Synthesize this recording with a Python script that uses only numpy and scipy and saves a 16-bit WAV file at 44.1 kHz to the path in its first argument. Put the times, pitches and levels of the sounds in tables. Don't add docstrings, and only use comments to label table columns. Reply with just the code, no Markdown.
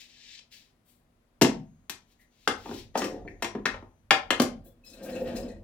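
import sys
import numpy as np
from scipy import signal
from scipy.fft import rfft, irfft, next_fast_len
from scipy.io import wavfile
from scipy.ndimage import uniform_filter1d

SR = 44100
rng = np.random.default_rng(int(sys.argv[2]) if len(sys.argv) > 2 else 0)


def invert_db(level):
    return 10 ** (np.asarray(level, dtype=float) / 20)


def to_wav(s):
    ch = np.atleast_2d(s).T
    pcm = np.round(np.clip(ch, -1, 1) * 32767)
    wavfile.write(sys.argv[1], SR, pcm.astype(np.int16))


N = 248439

# frequency in Hz, relative level in dB.
ROOM_TONE_COLOUR = [(15, -34.5), (25, 3), (105, -6.5), (153, -4.5), (236, -5), (451, -12), (677, -11.5),
                    (887, -17.5), (1020, -15), (1100, -17), (9840, -36), (11300, -35.5), (16000, -39)]
# pitch in Hz, level in dB before a 9 dB lift, waver in dB.
HUM_TONES = [(240, -81, 2), (10890, -98, 2)]
# time in seconds, sway level in dB.
STAND_SWAY = [(0.0, -77.5), (1.32, -78), (1.55, -49), (1.69, -62.5), (2.45, -81), (2.49, -60), (2.9, -52),
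              (2.95, -61.5), (3.23, -47.5), (3.39, -56), (3.78, -51.5), (3.98, -68), (4.58, -51),
              (4.83, -69), (5.36, -48), (5.63, -52)]
# frequency in Hz, time to fall 60 dB in seconds.
ROOM_DECAY = [(150, 0.62), (300, 0.27), (600, 0.34), (1200, 0.26), (2400, 0.25), (4800, 0.24), (9600, 0.17),
              (14000, 0.082)]
# frequency in Hz, left over right in dB.
LEFT_OVER_RIGHT = [(60, -1.5), (200, 0.95), (500, 2), (1000, 3.5), (2000, 7), (4000, 6), (8000, 11.5),
                   (13000, 11)]
# start, peak and fade mark in seconds (the mark sometimes
# before the peak), rub level and fine rustle level in dB.
HAND_STROKES = [(-.02, 0.005, 0.13, -48.5, -64.5), (.08, .36, 0.28, -49.5, -75.5),
                (0.357, 0.396, 0.34, -46, -84.5), (.5, .53, 0.71, -51, -63), (.84, .9, 1.05, -71, -66),
                (2.05, 2.125, 2.17, -69, -76.5), (2.18, 2.215, 2.27, -71, -70),
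                (2.3, 2.46, 2.48, -64.5, -75.5), (2.56, 2.79, 2.875, -48.5, -60.5)]
# frequency in Hz, relative level in dB.
RUB_COLOUR = [(710, -56.5), (1200, -34.5), (1600, -16), (1680, -9.5), (2080, -6.5), (2520, -3),
              (4040, -1.5), (7290, -11.5), (9000, -28), (11700, -56), (19800, -120)]
# pitch in Hz, level in dB.
BAR_TONES = [(5986, -92), (6503, -86), (7181, -95)]
# start in seconds, length in
# seconds, pitch in Hz, width in Hz, level in dB.
SQUEAKS_AND_TICK = [(2.189, .06, 1970, 250, -65), (3.277, 0.0086, 1970, 392, -39.5),
                    (3.276, 0.0099, 2400, 250, -56.5), (3.27, 0.024, 4336, 60, -70.5),
                    (4.658, 0.034, 3430, 49.5, -68), (4.836, 0.037, 2570, 50, -63),
                    (4.892, 0.021, 2570, 50, -65), (4.923, 0.02, 2572, 50.8, -56),
                    (5.259, .025, 1896, 80, -51.5), (5.477, 0.037, 2496, 78.4, -61.5),
                    (5.486, 0.053, 1880, 160, -58)]
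# time in seconds, groan in dB, scratch in dB.
CLAMP_PASSES = [
    [(2.66, -52, -59), (2.7, -39.5, -74), (2.81, -70, -83), (2.9, -75, -99)],
    [(2.96, -37.5, -43.5), (3.01, -39.5, -43), (3.05, -36.5, -47.5), (3.218, -46, -74.5),
     (3.282, -46.5, -78), (3.336, -57, -97), (3.41, -62.5, -63)],
]
# time in seconds, groan in dB, scratch in dB.
STRIP_PASSES = [
    [(4.62, -78, -92), (4.66, -53, -78), (4.74, -70, -108), (4.846, -67, -84.5), (4.97, -51.5, -64),
     (5.044, -37, -54.5), (5.152, -35.5, -51), (5.234, -36, -57), (5.276, -35, -46.5), (5.338, -33.5, -51),
     (5.49, -41.5, -61.5), (5.63, -56, -91)],
]
# time in seconds, grit in dB, fine grit in dB.
CLAMP_SNAGS = [(2.702, -61.5, -87), (2.977, -36.5, -45.5), (2.995, -62.5, -52), (3.04, -48, -61.5),
               (3.282, -75.5, -80)]
# time in seconds, grit in dB, fine grit in dB.
STRIP_SNAGS = [(4.648, -72, -61.5), (4.671, -74, -74), (4.85, -60, -66.5), (4.874, -55, -70),
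               (4.9, -52.5, -67), (4.935, -54.5, -64.5), (5.034, -59, -54), (5.06, -66.5, -60),
               (5.1, -56, -63), (5.152, -60, -60.5), (5.19, -60, -64), (5.276, -77, -68),
               (5.365, -50, -53.5), (5.488, -60, -76.5)]
# mode in Hz, level in dB, time to fall 60 dB in seconds.
CLAMP_GROAN_MODES = [(213, -14, 0.14), (250, -5, 0.07), (340, 14, 0.019), (444, -7, 0.16), (514, -3.5, 0.1),
                     (580, -6.5, 0.049), (720, 1.5, 0.04), (785, -20, 0.17)]
# mode in Hz, level in dB, time to fall 60 dB in seconds.
STRIP_GROAN_MODES = [(220, -24, 0.052), (250, 12.5, 0.043), (340, 0, 0.11), (430, -1, 0.031),
                     (491.8, 4.5, 0.1), (536, 0.5, 0.043), (637, 0, 0.043), (720, -14, 0.034)]
# frequency in Hz, width in Hz, level in dB.
CLAMP_SCRATCH_PEAKS = [(1200, 23, 1.5), (1920, 100, 9.5), (3500, 38.2, -28), (3700, 45, -30),
                       (4160, 50, -40), (5680, 200, 1), (6550, 110, -2), (6900, 83, -20.5), (8900, 98, -15),
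                       (9150, 120, -15), (10810, 57, -17.5), (11790, 130, -30), (13300, 44, -23.5),
                       (14300, 45, -11)]
# frequency in Hz, width in Hz, level in dB.
STRIP_SCRATCH_PEAKS = [(1144, 34, -8.5), (1624, 27, 3), (1880, 58, 6), (2620, 250, 2.5), (3060, 51, -7.5),
                       (4180, 150, 8), (5200, 140, -0.5), (6400, 160, -18), (8330, 240, -9.5),
                       (9200, 120, -18), (9820, 82, -13), (11700, 140, -22), (12700, 300, -14),
                       (14900, 600, -10)]
# time in seconds, knock in dB, thud in dB, crack in dB, favoured pitch in Hz.
BLOW_LIST = [(1.413, -7.5, -10, -20.5, 657), (1.418, -13.5, -19.5, -12.5, 470),
             (1.423, -17.5, -16, -27.5, 257.1), (1.445, -15.5, -21.5, -37, 160), (1.49, -30, -26, -46, 199),
             (1.896, -36, -45, -30, 4170), (2.475, -15.5, -25, -28, 1337),
             (2.658, -25.5, -42.5, -64.5, 375), (2.69, -28.5, -36.5, -62, 245),
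             (2.712, -29.5, -34, -67, 380), (2.739, -49, -35.5, -45.5, 371),
             (2.954, -10.5, -30.5, -49.5, 514), (2.975, -28.5, -33, -33.5, 249),
             (3.018, -20, -37.5, -41.5, 360), (3.042, -25.5, -41, -34, 5620), (3.25, -48, -39, -76, 453),
             (3.423, -16, -32.5, -27, 5620), (3.444, -19, -35, -33.5, 363), (3.55, -19, -26.5, -77, 232.7),
             (3.593, -50, -39.5, -79, 230), (3.655, -19.5, -27.5, -34.5, 1773),
             (3.664, -27.5, -31.5, -40.5, 1550), (3.742, -27.5, -59.5, -62, 1380),
             (3.825, -35.5, -45, -97.5, 876), (4.107, -18, -28, -27.5, 2390), (4.11, -24, -40, -31, 3340),
             (4.112, -6, -27, -33.5, 749), (4.305, -17.5, -23, -27.5, 2690),
             (4.321, -20.5, -37, -43.5, 1035), (4.398, -9, -17.5, -24.5, 241),
             (4.419, -21.5, -29.5, -24.5, 247), (4.459, -36, -38.5, -47, 250)]
# low edge in Hz, high edge in Hz,
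# contact time in seconds, ring in dB, rattle in dB.
BLOW_RANGES = [(470, 1150, 0.0035, -18, -7.5), (126, 450, 0.0051, -6.5, -1.5), (1261, 3360, 0.0036, -17, 0),
               (3830, 6960, 0.0038, -19.5, 1), (7700, 14000, 0.002, -12, 2)]
# mode in Hz, level in dB, time to fall 60 dB in seconds.
BODY_MODES = [(132.6, -5.5, 0.056), (159, -8, 0.091), (217, -0.5, 0.2), (245, -3, 0.11), (259.2, -1.5, 0.3),
              (292, -4, 0.2), (352.4, -1, 0.22), (401, -0.5, .08), (470, 8, 0.036), (569, -3, 0.03),
              (657, -1, .08), (772.3, 2.5, 0.085), (810, 9, 0.014), (910, 3, 0.03), (1035, -4, 0.19),
              (1339, 17.5, 0.0061), (1320, -5.5, 0.014), (1550, -3.5, 0.013), (1780, -11.5, 0.19),
              (1820, -8, 0.027), (1880, 7, 0.027), (2106, -2.5, 0.092), (2203, -12.5, 0.067),
              (2440, -6, 0.042), (2551, -7.5, 0.035), (2800, 3, 0.026), (3100, -2, .03), (3340, 5, 0.035),
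              (3930, -5, .03), (4170, 1, .03), (4950, 2.5, 0.011), (5300, -8, 0.05), (5620, -1.5, 0.12),
              (6580, -6, 0.018), (7700, 0, 0.062)]


def rms_one(x):
    return x / np.sqrt(np.mean(x ** 2) + 1e-20)


def at_hz(points, hz):
    table_hz, values = np.array(points).T
    return np.interp(np.log(hz), np.log(table_hz), values)


def band(x, low_hz, high_hz, order=2):
    edges_hz = [low_hz, min(high_hz, .45 * SR)]
    return signal.sosfilt(signal.butter(order, edges_hz, "band", fs=SR, output="sos"), x)


def coloured(x, spectrum):
    hz = np.maximum(np.fft.rfftfreq(N, 1 / SR), 1)
    return rms_one(irfft(rfft(x) * invert_db(at_hz(spectrum, hz)), N))


def ring(force, hz, t60):
    radius = invert_db(-60 / (t60 * SR))
    turn = 2 * np.pi * hz / SR
    poles = [1, -2 * radius * np.cos(turn), radius * radius]
    return signal.lfilter([0, np.sin(turn)], poles, force + 1e-18)


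def grains(per_s, spread_db):
    sizes = invert_db(spread_db * np.minimum(rng.exponential(1, N), 5)) * rng.choice([-1, 1], N)
    return rms_one(sizes * (rng.random(N) < per_s / SR))


def waver(per_s):
    steps = rng.standard_normal(N // 300 + 2)
    return np.interp(np.arange(N) * 2 * per_s / SR, np.arange(len(steps)), steps)


def gains(tables):
    t, out = np.arange(N) / SR, 0
    for rows in tables:
        s, *columns = np.transpose(rows)
        fade = np.clip(np.minimum(t - s[0] + .02, s[-1] + .02 - t) / .02, 0, 1)
        out = out + fade * invert_db(np.array([np.interp(t, s, c) for c in columns]))
    return out


def bumps(peak_s, rise_db_per_s, fall_db_per_s, *levels_db):
    age = np.arange(0, N + 32, 32) / SR - np.asarray(peak_s)[:, None]
    rise = age * np.reshape(rise_db_per_s, (-1, 1))
    fall = -age * np.reshape(fall_db_per_s, (-1, 1))
    shape = invert_db(np.where(age < 0, rise, fall))
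    at, points = np.arange(N) / 32, np.arange(age.shape[1])
    return [np.interp(at, points, np.sqrt(invert_db(db) ** 2 @ shape ** 2)) for db in levels_db]


def room_tone():
    level_db = -67.5
    mid, left, right = (coloured(rng.standard_normal(N), ROOM_TONE_COLOUR) for k in range(3))
    side = band(np.array([left, right]), 500, 17000, order=1)
    bass_mid = mid - band(mid, 420, 17000, order=1)
    t, hum = np.arange(N) / SR, 0
    for hz, db, waver_db in HUM_TONES:
        hum = hum + invert_db(db + 9 + waver_db * waver(2.1)) * np.sin(2 * np.pi * hz * t)
    return invert_db(level_db) * (side + bass_mid) + hum


def shake():
    boom_over_sway_db, jolt_over_thud_db, jolt_t60_s = -0.5, -30.5, 0.34
    sway, = gains([STAND_SWAY])
    s, thud_db = np.transpose(BLOW_LIST)[[0, 2]]
    jolts = bumps(s + 0.0067, 1500, 60 / jolt_t60_s, thud_db + jolt_over_thud_db)[0]
    boom = invert_db(boom_over_sway_db) * sway + jolts
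    mid, own = rng.standard_normal((2, 1, N)), rng.standard_normal((2, 2, N))
    low, high = mid + 0.28 * own
    return sway * rms_one(band(low, 32, 47)) + boom * rms_one(band(high, 78, 110))


def workshop(x):
    early_db, early_t60_s = 1, 0.02
    t = np.arange(SR // 2) / SR
    echo, edges_hz = 0, 100 * 2 ** np.arange(0, 7.5, 1 / 3)
    for low_hz, high_hz in zip(edges_hz, edges_hz[1:]):
        shared, own = rng.standard_normal(len(t)), rng.standard_normal((2, len(t)))
        apart = np.clip(0.3 + 0.25 * np.log2(low_hz / 200), .1, .95)
        noise = np.sqrt(1 - apart ** 2) * shared + apart * own
        tail = invert_db(-60 * t / at_hz(ROOM_DECAY, low_hz))
        early = invert_db(early_db - 60 * t / early_t60_s)
        onset = np.clip((t - .001) / 0.0022, 0, 1)
        part = band(noise * (tail + early) * onset, low_hz, high_hz)
        energy = np.sum(part ** 2, axis=1, keepdims=True)
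        even = np.sqrt((high_hz - low_hz) / (SR / 2) / energy)
        bass_loss = invert_db(-5 * np.clip(np.log2(500 / low_hz), 0, 1))
        echo = echo + part * even * bass_loss
    return signal.fftconvolve(x[None], echo, axes=1)[:, :N]


def strokes():
    swell_db, fade_db = 14, 26.5
    t, out = np.arange(N) / SR, 0
    for start, peak, mark, *levels_db in HAND_STROKES:
        curve_db = np.interp(t, [start, peak, mark, mark + .1], [-swell_db, 0, -fade_db, -80])
        shape = invert_db(curve_db) * np.clip((t - start) / 0.021, 0, 1)
        out = out + invert_db(np.array(levels_db))[:, None] * shape
    return out


def rubs():
    rub, rustle = strokes()
    skin = coloured(grains(6400, 1.2), RUB_COLOUR)
    cloth = rms_one(band(grains(9000, 2.6), 6900, 16000, order=4))
    return rub * skin + rustle * cloth


def sing():
    from_s, to_s, waver_db = 1.6, 4.1, 6
    t, tones = np.arange(N) / SR, 0
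    held = np.clip(np.minimum(t - from_s, to_s - t) / .1, 0, 1)
    for hz, db in BAR_TONES:
        tones = tones + invert_db(db + waver_db * waver(3)) * np.sqrt(2) * np.sin(2 * np.pi * hz * t)
    return held * tones


def squeaks():
    out, t = np.zeros(N), np.arange(N) / SR
    for s, length, hz, width, db in SQUEAKS_AND_TICK:
        part = slice(int(s * SR), int((s + 2 * length) * SR))
        age = (t[part] - s) / length
        noise = rng.standard_normal(4410)
        tone = rms_one(band(noise, hz - width / 2, hz + width / 2))[-len(age):]
        puff = np.clip(8 * age, 0, 1) * np.exp(-age ** 3)
        out[part][:len(tone)] += invert_db(db) * tone * puff[:len(tone)]
    return out


def drag(passes, snags, modes, resonances, hiss):
    snag_rise_db_per_s, snag_fall_db_per_s = 1500, 264
    grit_db, fine_grit_db = -17.5, -27
    groan, scratch = gains(passes)
    s, *snag_db = np.transpose(snags)
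    grit, fine_grit = bumps(s, snag_rise_db_per_s, snag_fall_db_per_s, *snag_db)
    levels = scratch, grit + invert_db(grit_db) * scratch, fine_grit + invert_db(fine_grit_db) * scratch
    slips = grains(1500, 3.0)
    body = sum(invert_db(db + 3.6 * waver(18)) * ring(slips, hz, t60) for hz, db, t60 in modes)
    out = groan * rms_one(band(body, 210, 720))
    for level, low_hz, high_hz in zip(levels, [950, 3600, 8000], [3600, 8000, 16000]):
        fine, rings = grains(4000, 1.3), 0
        for hz, width, db in resonances:
            if low_hz < hz < high_hz:
                rings = rings + invert_db(db + 6 * waver(15)) * rms_one(ring(fine, hz, 2.2 / width))
        texture = rms_one(rings) + hiss * rms_one(band(fine, low_hz, high_hz))
        pressure = invert_db(3.9 * waver(30))
        out += level * pressure * rms_one(texture)
    return out


def strengths():
    clank_share, snap_share, snap_db = 0.52, 1.2, -4
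    bar_hz, bar_oct, bar_db = 2200, 0.86, 14.5
    s, knock, thud, crack, favoured_hz = np.transpose(BLOW_LIST)
    bar = bar_db * np.exp(-(np.log2(favoured_hz / bar_hz) / bar_oct) ** 2)
    clank = knock + clank_share * (crack - knock) + bar
    snap = knock + snap_share * (crack - knock) + snap_db
    return knock, thud, clank, crack, snap


def blows():
    favour_peak_db, favour_oct, tick_db = 11.5, 0.12, 4.5
    at_s, favoured_hz = np.transpose(BLOW_LIST)[[0, -1]]
    span = np.arange(1500)
    at, out = np.round(at_s * SR).astype(int)[:, None] + span, np.zeros(N)
    chatter = uniform_filter1d(rng.standard_normal(at.shape), size=36, axis=1) * 6
    ticks = invert_db(tick_db * chatter)
    for (low_hz, high_hz, contact_s, ring_db, rattle_db), strength_db in zip(BLOW_RANGES, strengths()):
        age = span / SR / contact_s
        swell = np.minimum(1.8 * age + 0.041, 1) * np.exp(-age)
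        rough = ticks * rng.standard_normal(at.shape) * swell
        rattle = np.zeros(N)
        np.add.at(rattle, at, rough * invert_db(strength_db)[:, None])
        width_gain = np.sqrt(SR / 2 / (high_hz - low_hz))
        out += invert_db(rattle_db) * width_gain * band(rattle, low_hz, high_hz)
        for hz, level_db, t60 in BODY_MODES:
            if low_hz <= hz < high_hz:
                octaves_up = np.log2(hz / favoured_hz)
                favour_db = favour_peak_db * np.exp(-(octaves_up / favour_oct) ** 2)
                favour_db -= 0.94 * np.maximum(octaves_up, 0)
                chance_db, sign = 0.2 * rng.standard_normal(len(at)), rng.choice([-1, 1], len(at))
                taps = np.zeros(N)
                taps[at[:, 0]] = sign * invert_db(strength_db + ring_db + level_db + favour_db + chance_db)
                out += band(ring(taps, hz, t60), hz / 1.4, hz * 1.3, order=1)
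    return signal.sosfilt(signal.butter(4, 125, "high", fs=SR, output="sos"), out)


def scene():
    hand_pan_db, room_db = 2, -0.5
    clamp_drag = drag(CLAMP_PASSES, CLAMP_SNAGS, CLAMP_GROAN_MODES, CLAMP_SCRATCH_PEAKS, hiss=0.8)
    clamp = blows() + squeaks() + clamp_drag
    hand = rubs()
    strip = drag(STRIP_PASSES, STRIP_SNAGS, STRIP_GROAN_MODES, STRIP_SCRATCH_PEAKS, hiss=0.9)
    side = np.array([[.5], [-.5]])
    direct = clamp + hand * invert_db(hand_pan_db * side) + strip
    reflected = invert_db(room_db) * workshop(clamp + hand + strip)
    return direct + reflected + sing() + shake() + room_tone()


def top_cut(x):
    return signal.sosfilt(signal.butter(12, 16980, fs=SR, output="sos"), x)


def record(dry):
    left_lead_s = 6e-5
    size = next_fast_len(N + 4096)
    hz = np.maximum(np.fft.rfftfreq(size, 1 / SR), 1)
    half = invert_db(at_hz(LEFT_OVER_RIGHT, hz) / 2) * np.exp(1j * np.pi * hz * left_lead_s)
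    balance = 2 / (abs(half) + 1 / abs(half))
    sides = irfft(rfft(dry, size) * [half, 1 / half] * balance, size)[:, :N]
    rounded = 1.231 * np.tanh(sides / 1.474)
    return top_cut(rounded)


dry = scene()
out = record(dry)
to_wav(out)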